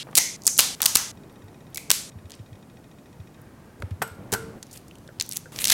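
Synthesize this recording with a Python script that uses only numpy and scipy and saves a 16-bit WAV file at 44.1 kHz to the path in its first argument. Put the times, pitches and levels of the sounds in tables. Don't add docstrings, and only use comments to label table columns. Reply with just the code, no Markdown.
import sys
import numpy as np
from scipy import signal
from scipy.fft import rfft, irfft
from scipy.io import wavfile
from scipy.ndimage import uniform_filter1d

SR = 44100
rng = np.random.default_rng(int(sys.argv[2]) if len(sys.argv) > 2 else 0)


def file_out(sig):
    cols = np.atleast_2d(sig).T
    lim = np.clip(cols, -1, 1)
    pcm = np.round(lim * 32767).astype(np.int16)
    wavfile.write(sys.argv[1], SR, pcm)


N = 252693
LEAD_S = .2
M = N + round(LEAD_S * SR)

# start/s, room/dB, hum gain/dB, hiss gain/dB, hollow ring of the piece f/Hz,
# its width/Hz, its gain/dB, shell ring gain/dB, spread of its snaps/oct
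SECTIONS = [(-.2, -17.5, 0, -9, 3200, 900, 10.5, -4, .85), (0.031, -23, 2.5, 0.5, 2020, 398, 11, 9, .6),
            (0.364, -23.5, 2.5, 3, 4470, 2010, -3, 10, .35),
            (0.5866, -18.5, 2.5, -1.5, 3670, 1494, 3.5, 1.5, .75),
            (0.751, -23, 1.5, 9.5, 980, 906, 11, 5.5, .7), (1.116, -22, 1.5, -2, 2230, 900, 1, 0, .65),
            (2.1, -25, 0, -2.5, 3460, 1507, -2, 0, .55), (3.348, -26.5, 1, -2.5, 805, 797, -1, -8.5, .6),
            (4.183, -29, 7, -3, 812, 794, 6.5, -1, .6), (4.59, -34.5, 0, -0.5, 4430, 1500, 5.5, 6.5, .45),
            (5.52, -31.5, 5.5, 15.5, 2940, 1520, -27, 13, .55)]
# t/s, level/dB, centre f/Hz, length/ms
SHELL_SNAPS = [(-.12, -4, 4700, 14.5), (0.1127, -39, 7000, 1.9), (0.1505, -38, 8000, 1.2),
               (0.1535, -0.5, 7300, 2.9), (0.1576, -10, 8000, 1.6), (0.1596, -9.5, 7400, 1.1),
               (0.1656, -1, 9450, 1.3), (0.1694, -5, 9000, 1), (0.1712, 0, 8200, 4.3),
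               (0.1752, 1, 9000, 2.2), (0.1768, 0.5, 8700, 2.4), (0.179, 2, 5700, 4.9),
               (0.185, 3, 8050, 2.1), (0.42, -32.5, 5500, 3), (0.4361, -26, 7050, 1.7),
               (0.446, -32, 6950, 2.6), (0.454, -19.5, 6870, 1.7), (0.4584, -21, 6570, 2.4),
               (0.4673, 1, 7700, 3.4), (0.4716, -10, 7800, 4.8), (0.4768, 1, 7800, 3.1),
               (0.5678, -21, 5900, 3.6), (0.579, -1.5, 9000, 0.86), (0.5868, -4.5, 8060, 3),
               (0.59, 2, 6200, 7.8), (0.594, -1.5, 5910, 3.9), (0.597, -4.5, 5500, 4.8),
               (0.6054, 0.5, 10000, 2.2), (0.805, -24, 5970, 4.1), (0.8184, 2.5, 8900, 2),
               (0.8261, -10.5, 6050, 3.1), (0.831, -6, 8000, 1.9), (0.8395, -9, 9200, 1.2),
               (0.8499, -11, 7500, 1.4), (0.8576, 2.5, 9050, 3.2), (0.8605, 6.5, 7640, 1.25),
               (0.862, 3, 7800, 2.3), (0.9494, -10, 9800, 1), (0.954, 0.5, 8400, 5.2),
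               (0.958, 5, 6560, 2.1), (0.9698, -4.5, 8440, 4.8), (1.7455, -20, 9700, 5.8),
               (1.7584, -18, 7800, 1.6), (1.7731, -9.5, 9100, 1.7), (1.7773, -20, 5500, 5),
               (1.8985, -26.5, 4000, 5.2), (1.9033, 3.5, 7200, 2.6), (1.9142, 6, 7400, 2.7),
               (2.298, -33.5, 5700, 2.7), (2.306, -24.5, 4940, 0.89), (2.3188, -27, 5030, 2.2),
               (2.338, -36, 3000, 2.6), (2.352, -40, 6490, 2.5), (4.6278, -28, 5700, 6.2),
               (4.6681, -37.5, 5900, 1.6), (4.712, -38.5, 6700, 11), (4.7285, -34, 8350, 20),
               (4.7741, -28, 6470, 4), (4.882, -38.5, 7450, 3.5), (4.9115, -46, 5000, 3),
               (4.955, -39, 6500, 2.3), (4.9844, -41, 6500, 2.6), (5.0769, -38.5, 5000, 1.8),
               (5.187, -48.5, 3500, 2), (5.1988, -12.5, 5000, 4.2), (5.2105, -10.5, 4770, 3.3),
               (5.223, -11.5, 8200, 2.1), (5.2635, -25, 8500, 0.9), (5.292, -12, 9800, 0.42),
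               (5.313, -18.5, 7800, 2.5), (5.323, -19, 7000, 3.1), (5.3324, -20, 7200, 1.9),
               (5.359, -19, 6330, 2), (5.3669, -10, 8250, 0.36), (5.3703, -2, 9550, 0.79),
               (5.3768, -30, 8600, 0.64)]
# t/s, level/dB, centre f/Hz, length/ms
DULL_KNOCKS = [(0.07, -36, 500, 36), (0.0871, -34, 502, 12), (0.129, -31, 780, 5.1),
               (0.177, -25.5, 600, 31), (0.1718, -24, 600, 4.6), (0.186, -28, 502, 5.7),
               (0.467, -26.5, 603, 3.2), (0.476, -23, 2104, 15), (0.59, -8.5, 1020, 3.8),
               (0.804, -19, 1110, 4.6), (0.8263, -16.5, 1127, 4.2), (0.8574, -27, 1504, 7.2),
               (0.957, -14, 1578, 6), (1.904, -10, 2060, 4.7), (1.914, -17.5, 1390, 4),
               (3.8232, -20, 1200, 2.3), (0.601, -22, 896, 5), (5.207, -30, 2000, 15),
               (5.701, -20.5, 1370, 7.9), (5.722, -17, 1320, 3.1)]
# t/s, level/dB, centre f/Hz, length/ms
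POPS_AND_TAPS = [(0.186, -13.5, 2133, 5.5), (1.759, -31.5, 2350, 6.1), (1.778, -23, 2316, 6),
                 (4.628, -37, 1710, 4.5), (4.9115, -36.5, 2950, 4), (4.955, -39.5, 2950, 3.4),
                 (5.0769, -38, 3820, 2.1), (5.09, -37, 1534, 10), (5.091, -39.5, 468, 14),
                 (5.458, -41.5, 1486, 23), (5.459, -40.5, 473, 14)]
# t/s, level/dB
SHELL_FLECKS = [(1.0043, -23.5), (1.1545, -44), (1.326, -44), (1.4432, -41.5), (1.7038, -41.5),
                (3.4174, -34.5), (3.6562, -49.5)]
# t/s, level/dB, centre f/Hz
WRAPPER_SNAPS = [(5.561, -21, 4360), (5.5727, -35, 7900), (5.5887, -16, 3460), (5.6424, -4.5, 5240),
                 (5.653, -5.5, 8500), (5.6557, -7, 4670), (5.672, -6, 5000), (5.681, -7, 6400),
                 (5.687, -12, 6300), (5.692, -14, 5700), (5.699, -2, 6750), (5.7019, -2.5, 4670),
                 (5.715, -6, 7000), (5.7196, -3.5, 6600), (5.7223, -1, 6000), (5.727, -16, 6000)]
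# t/s, thud level/dB, thud f/Hz, splash level/dB
MEAT_SLAPS = [(3.801, -43, 399, -45.5), (3.821, -26.5, 350, -37), (3.908, -43, 1490, -45),
              (4.0185, -16, 780, -28.5), (4.022, -18, 1036, -18), (4.076, -59, 796, -36),
              (4.151, -56.5, 802, -47), (4.32, -35.5, 800, -16.5), (4.326, -35, 1520, -16),
              (4.328, -24, 412, -13), (4.3361, -20, 900, -8.5), (4.348, -33, 900, -23)]
# peak t/s, peak level/dB, centre f/Hz, rise/(dB/s), fall/(dB/s)
FIBRE_PULLS = [(2.338, -51, 2963, 451, 451.5), (4.66, -58.5, 5000, 385, 73.5),
               (4.76, -39.5, 7230, 504, 602), (4.79, -61, 7000, 602, 242),
               (5.225, -46.5, 6000, 1197, 152.5), (5.28, -56, 9100, 299, 299), (5.325, -44, 6000, 600, 300),
               (5.365, -33.5, 8300, 400, 780), (5.41, -55, 6450, 300, 148)]
# peak t/s, peak level/dB, centre f/Hz, rise/(dB/s), fall/(dB/s)
FILM_PULLS = [(5.55, -76, 6300, 420, 300), (5.595, -48, 7500, 910, 200), (5.61, -22, 7300, 610, 314),
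              (5.625, -52, 7500, 303, 900), (5.66, -59, 4950, 153, 100), (5.725, -13.5, 6130, 453, 100)]
# f/Hz, relative level/dB, undamped t60/s
BOWL_MODES = [(197, -7, 0.058), (406, -1.5, 0.098), (449, -10.5, 0.57), (922, 0.5, 0.026),
              (1378, -11.5, 0.49), (1442, -12.5, 0.38), (1524, 2.5, 0.088), (2159, -30, 0.41),
              (2900, -32, 0.34), (5500, -32, 0.27), (7950, -18, 0.17), (8430, -18.5, 0.21),
              (11770, -13, 0.13)]
# t/s, level/dB, deep modes gain/dB, thin modes gain/dB, t60 factor set by the contents
BOWL_BLOWS = [(4.019, -28.5, -9, 1, 1.1), (4.0239, -31, -1, 13, 0.47), (4.076, -55.5, -9.5, 19, 0.89),
              (4.327, -30.5, 10, -7, 1.16), (4.336, -37.5, -7, 15.5, 1.1), (4.348, -26, -3, -12, 0.58)]
# t/s, peak level/dB, settled f/Hz
TABLE_BUMPS = [(1.433, -38.5, 98.7), (2.155, -33.5, 92.4), (2.244, -35.5, 86), (2.397, -34, 99),
               (2.518, -40, 100), (3.195, -32.5, 92.5), (3.798, -37.5, 70), (3.831, -25.5, 90),
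               (3.911, -23.5, 91), (4.009, -34, 132), (4.109, -38, 92), (4.322, -31, 113.4),
               (5.182, -40.5, 93.6)]
# first t/s, end t/s, rate/(1/s)
TICK_RUNS = [(1.172, 1.75, 16.15), (2.118, 2.54, 14.6), (2.554, 3.36, 13.93)]
# f/Hz, t60/s, level/dB
TICK_MODES = [(1890, 0.058, -56), (2490, 0.082, -59.5), (3350, 0.023, -55.5), (3730, 0.043, -55.5),
              (4720, 0.046, -68.5), (5620, 0.046, -61), (7000, .03, -63), (8630, 0.04, -68)]
# f/Hz, width/Hz, level/dB
MOTOR_BANDS = [(401, 9.8, -74), (1210, 430, -70), (1580, 49, -68), (1830, 26, -74)]
# f/Hz, level/(dB per Hz)
HUM_SPECTRUM = [(25, -72), (52, -90.5), (95, -71.5), (130, -69.5), (230, -73.5), (400, -79.5), (800, -85.5),
                (1600, -94), (2400, -100), (4000, -112)]
# f/Hz, level/(dB per Hz)
HISS_SPECTRUM = [(1000, -100), (4000, -101), (9000, -102), (16000, -103)]
# f/Hz, t60/s
ROOM_DECAY = [(250, 0.39), (660, 0.5), (1740, .48), (4590, 0.52), (8000, 0.48), (12100, 0.35), (16000, 0.2)]

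SHELL_RING_HZ, SHELL_RING_WIDTH_HZ = 6130, 1000
GRIT_DB, CLICK_DB, SOFT_CLICK_DB = -5, 3, -7
LOW_SKIRT = 0.96
WRAP_MS = 2.95
KNOCK_OCT, POP_OCT = 0.59, .09
FLECK_HZ, FLECK_OCT, FLECK_MS = 13200, .22, .8
THUD_OCT, THUD_MS = 0.59, 12
SPLASH_HZ, SPLASH_OCT, SPLASH_MS = 7610, 0.73, 6.6
TWIN_RATIO = 1.008
BUMP_RISE_S, BUMP_SAG_S = 0.01, .003
BUMP_EXCESS = 1.6
EARLY_DB, WALLS_S, WALLS_RISE_S = -6.5, 0.011, 0.0048
EDGE_HZ = 16500


def amp(db):
    return 10 ** (np.asarray(db) / 20)


def evened(x):
    return x / np.sqrt(np.mean(x ** 2) + 1e-20)


def read(points, hz):
    f, value = np.transpose(points)
    return np.interp(np.log(hz + 1), np.log(f + 1), value)


def add(mix, s, sound):
    part = mix[round((s + LEAD_S) * SR):][:len(sound)]
    part += sound[:len(part)]


def resonate(x, hz, width_hz, db):
    b, a = signal.iirpeak(hz, hz / width_hz, SR)
    return x + (amp(db) - 1) * signal.lfilter(b, a, x)


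def contacts():
    start, spread = np.transpose(SECTIONS)[[0, -1]]
    brittle = SHELL_SNAPS + [(s, db, hz, WRAP_MS) for s, db, hz in WRAPPER_SNAPS]
    return ([(s, db, hz, spread[start < s][-1], ms, CLICK_DB) for s, db, hz, ms in brittle]
            + [(s, db, hz, KNOCK_OCT, ms, SOFT_CLICK_DB) for s, db, hz, ms in DULL_KNOCKS]
            + [(s, db, hz, POP_OCT, ms, SOFT_CLICK_DB) for s, db, hz, ms in POPS_AND_TAPS]
            + [(s, db, FLECK_HZ, FLECK_OCT, FLECK_MS, CLICK_DB) for s, db in SHELL_FLECKS]
            + [(s, db, hz, THUD_OCT, THUD_MS, SOFT_CLICK_DB) for s, db, hz, _ in MEAT_SLAPS]
            + [(s, db, SPLASH_HZ, SPLASH_OCT, SPLASH_MS, SOFT_CLICK_DB) for s, *_, db in MEAT_SLAPS])


def snaps(rows):
    near, around = np.zeros(M), np.zeros((3, M))
    t = np.arange(2048) / SR
    f = np.fft.rfftfreq(2048, 1 / SR) + 1
    chance = rng.standard_normal((len(rows), 2, 2048))
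    for k, (row, (noise, size)) in enumerate(zip(rows, chance)):
        s, db, hz, spread, ms, click_db = row
        skirt = 2.4 * spread * np.where(f < hz, LOW_SKIRT, 1)
        colour = np.exp(-(np.log2(f / hz) / skirt) ** 2)

        grit = evened(irfft(rfft(noise * amp(4.8 * size)) * colour))
        decay = amp(-14 * t / (ms / 1000))
        add(near, s, amp(db + GRIT_DB) * grit * np.minimum(t / 1e-4, 1) * decay)

        pulse = np.roll(irfft(colour), 128)[:256]
        add(near, s + (8 - 128) / SR, amp(db + click_db) * pulse / pulse.max())
        unit_pulse = pulse / np.linalg.norm(pulse)
        add(around[k % 3], s, amp(db) * np.sqrt(ms * SR / 1000) * unit_pulse)
    return near, around


def crackle(rows, per_s, spread_db):
    size = amp(spread_db * np.minimum(rng.exponential(1, M), 4)) * (rng.random(M) < per_s / SR)
    clicks = signal.oaconvolve(size, np.exp(-np.arange(100) / 20.0))[:M] * rng.standard_normal(M)
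    dull_band = signal.butter(2, [2000, 6000], "band", fs=SR, output="sos")
    bright_band = signal.butter(2, [5500, 14000], "band", fs=SR, output="sos")
    dull = evened(signal.sosfilt(dull_band, clicks))
    bright = evened(signal.sosfilt(bright_band, clicks))
    out, t = np.zeros(M), np.arange(M) / SR - LEAD_S
    for s, db, hz, rise, fall in rows:
        share = np.clip((hz - 3500) / 6000, 0, 1)
        span = abs(t - s) < .3
        lag = t[span] - s
        swell = amp(db + np.minimum(rise * lag, -fall * lag))
        out[span] += swell * ((1 - share) * dull[span] + share * bright[span])
    return out


def bowl():
    out, t = np.zeros(M), np.arange(SR // 2) / SR
    hz, db, t60 = np.transpose(BOWL_MODES)[:, :, None]
    chance = rng.standard_normal((len(BOWL_BLOWS), 2, len(BOWL_MODES), 1))
    for (s, blow_db, deep_db, thin_db, damp), (spot_db, twin) in zip(BOWL_BLOWS, chance):
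        level_db = blow_db + db + deep_db * (hz < 700) + thin_db * (hz > 2000) + spot_db
        pair = np.sin(2 * np.pi * hz * t) + 0.3 * np.sin(2 * np.pi * hz * TWIN_RATIO * t + 3 * twin)
        shimmer = evened(uniform_filter1d(rng.standard_normal(pair.shape), 110, axis=1))
        pair *= np.where(hz > 4000, shimmer, 1 + 0.4 * shimmer * (hz > 700))
        rings = amp(level_db - 60 * t / (t60 * damp)) * pair
        add(out, s, np.minimum(t / 0.00034, 1) * rings.sum(0))
    return out


def table():
    out, t = np.zeros(M), np.arange(SR // 5) / SR
    swell = t / BUMP_RISE_S * np.exp(1 - t / BUMP_RISE_S)
    warped_t = t + BUMP_EXCESS * BUMP_SAG_S * (1 - np.exp(-t / BUMP_SAG_S))
    for s, db, hz in TABLE_BUMPS:
        add(out, s, amp(db) * swell * np.sin(2 * np.pi * hz * warped_t))
    return out


def ticker():
    out, t = np.zeros(M), np.arange(4000) / SR
    hz, t60, db = np.transpose(TICK_MODES)[:, :, None]
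    for first, end, rate in TICK_RUNS:
        for s in np.arange(first, end, 1 / rate):
            noise = rng.standard_normal((len(hz), len(t)))
            rattle = 1 + 0.5 * evened(uniform_filter1d(noise, 45, axis=1))
            rings = amp(db - 60 * t / t60) * rattle * np.sin(2 * np.pi * hz * t)
            add(out, s, np.minimum(t / 0.00088, 1) * rings.sum(0))
    return out


def motor():
    out, noise = np.zeros(M), rng.standard_normal(round(.45 * SR))
    for hz, width_hz, db in MOTOR_BANDS:
        b, a = signal.iirpeak(hz, hz / width_hz, SR)
        add(out, 3.35, amp(db) * evened(signal.lfilter(b, a, noise)))
    return out


def air(points, patchy_db):
    frames, hz = M // 256 + 5, np.fft.rfftfreq(1024, 1 / SR)
    a, b, patches = rng.standard_normal((frames, 513, 3)).T
    patches = evened(uniform_filter1d(uniform_filter1d(patches, 6, 0), 10, 1))
    level = amp(read(points, hz)[:, None] + patchy_db * patches)
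    z = (a + 1j * b) * level * np.sqrt(SR / 1024)
    return signal.istft(z, nperseg=1024, noverlap=768)[1][:M]


def kitchen():
    taps = np.zeros(SR // 2)
    slots = np.arange(0, len(taps) - 8, 8)
    taps[slots + rng.integers(0, 8, len(slots))] = rng.choice([-1., 1.], len(slots))
    hz, t, z = signal.stft(taps, SR, nperseg=256)
    tail = signal.istft(z * amp(-60 * t / read(ROOM_DECAY, hz)[:, None]), SR, nperseg=256)[1]
    tail *= np.clip((np.arange(len(tail)) / SR - WALLS_S) / WALLS_RISE_S, amp(EARLY_DB), 1)
    tail[:round(.004 * SR)] = 0
    return tail / np.linalg.norm(tail)


def scene():
    near, around = snaps(contacts())
    fine = crackle(FIBRE_PULLS, 1400, 1.1) + crackle(FILM_PULLS, 3000, 0.92) + bowl()
    near = near + fine
    around[0] += amp(10.0) * fine
    far = table() + ticker() + motor()
    hum, hiss = air(HUM_SPECTRUM, 0.9), air(HISS_SPECTRUM, .7)
    cuts = [round((row[0] + LEAD_S) * SR) for row in SECTIONS] + [M]
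    out = np.zeros(M)
    for a, b, section in zip(cuts, cuts[1:], SECTIONS):
        _, room_db, hum_db, hiss_db, hollow_hz, width_hz, hollow_db, shell_db, _ = section
        echo = sum(signal.oaconvolve(side[a:b], kitchen())[:b - a] for side in around)
        echo = resonate(echo, hollow_hz, width_hz, hollow_db)
        echo = resonate(echo, SHELL_RING_HZ, SHELL_RING_WIDTH_HZ, shell_db)
        out[a:b] = near[a:b] + amp(room_db) * echo + amp(hum_db) * hum[a:b] + amp(hiss_db) * hiss[a:b]
    return (out + far)[None, -N:]


def record(dry):
    dulled = signal.lfilter(*signal.butter(1, 13000, fs=SR), dry)
    squashed = dulled / (1 + dulled ** 4) ** (1 / 4)
    trimmed = signal.lfilter(*signal.butter(2, 35, "high", fs=SR), squashed)
    band_limit = signal.firwin(511, EDGE_HZ, window=("kaiser", 9), fs=SR)
    return signal.oaconvolve(trimmed, band_limit[None], "same")


dry = scene()
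out = record(dry)
file_out(out)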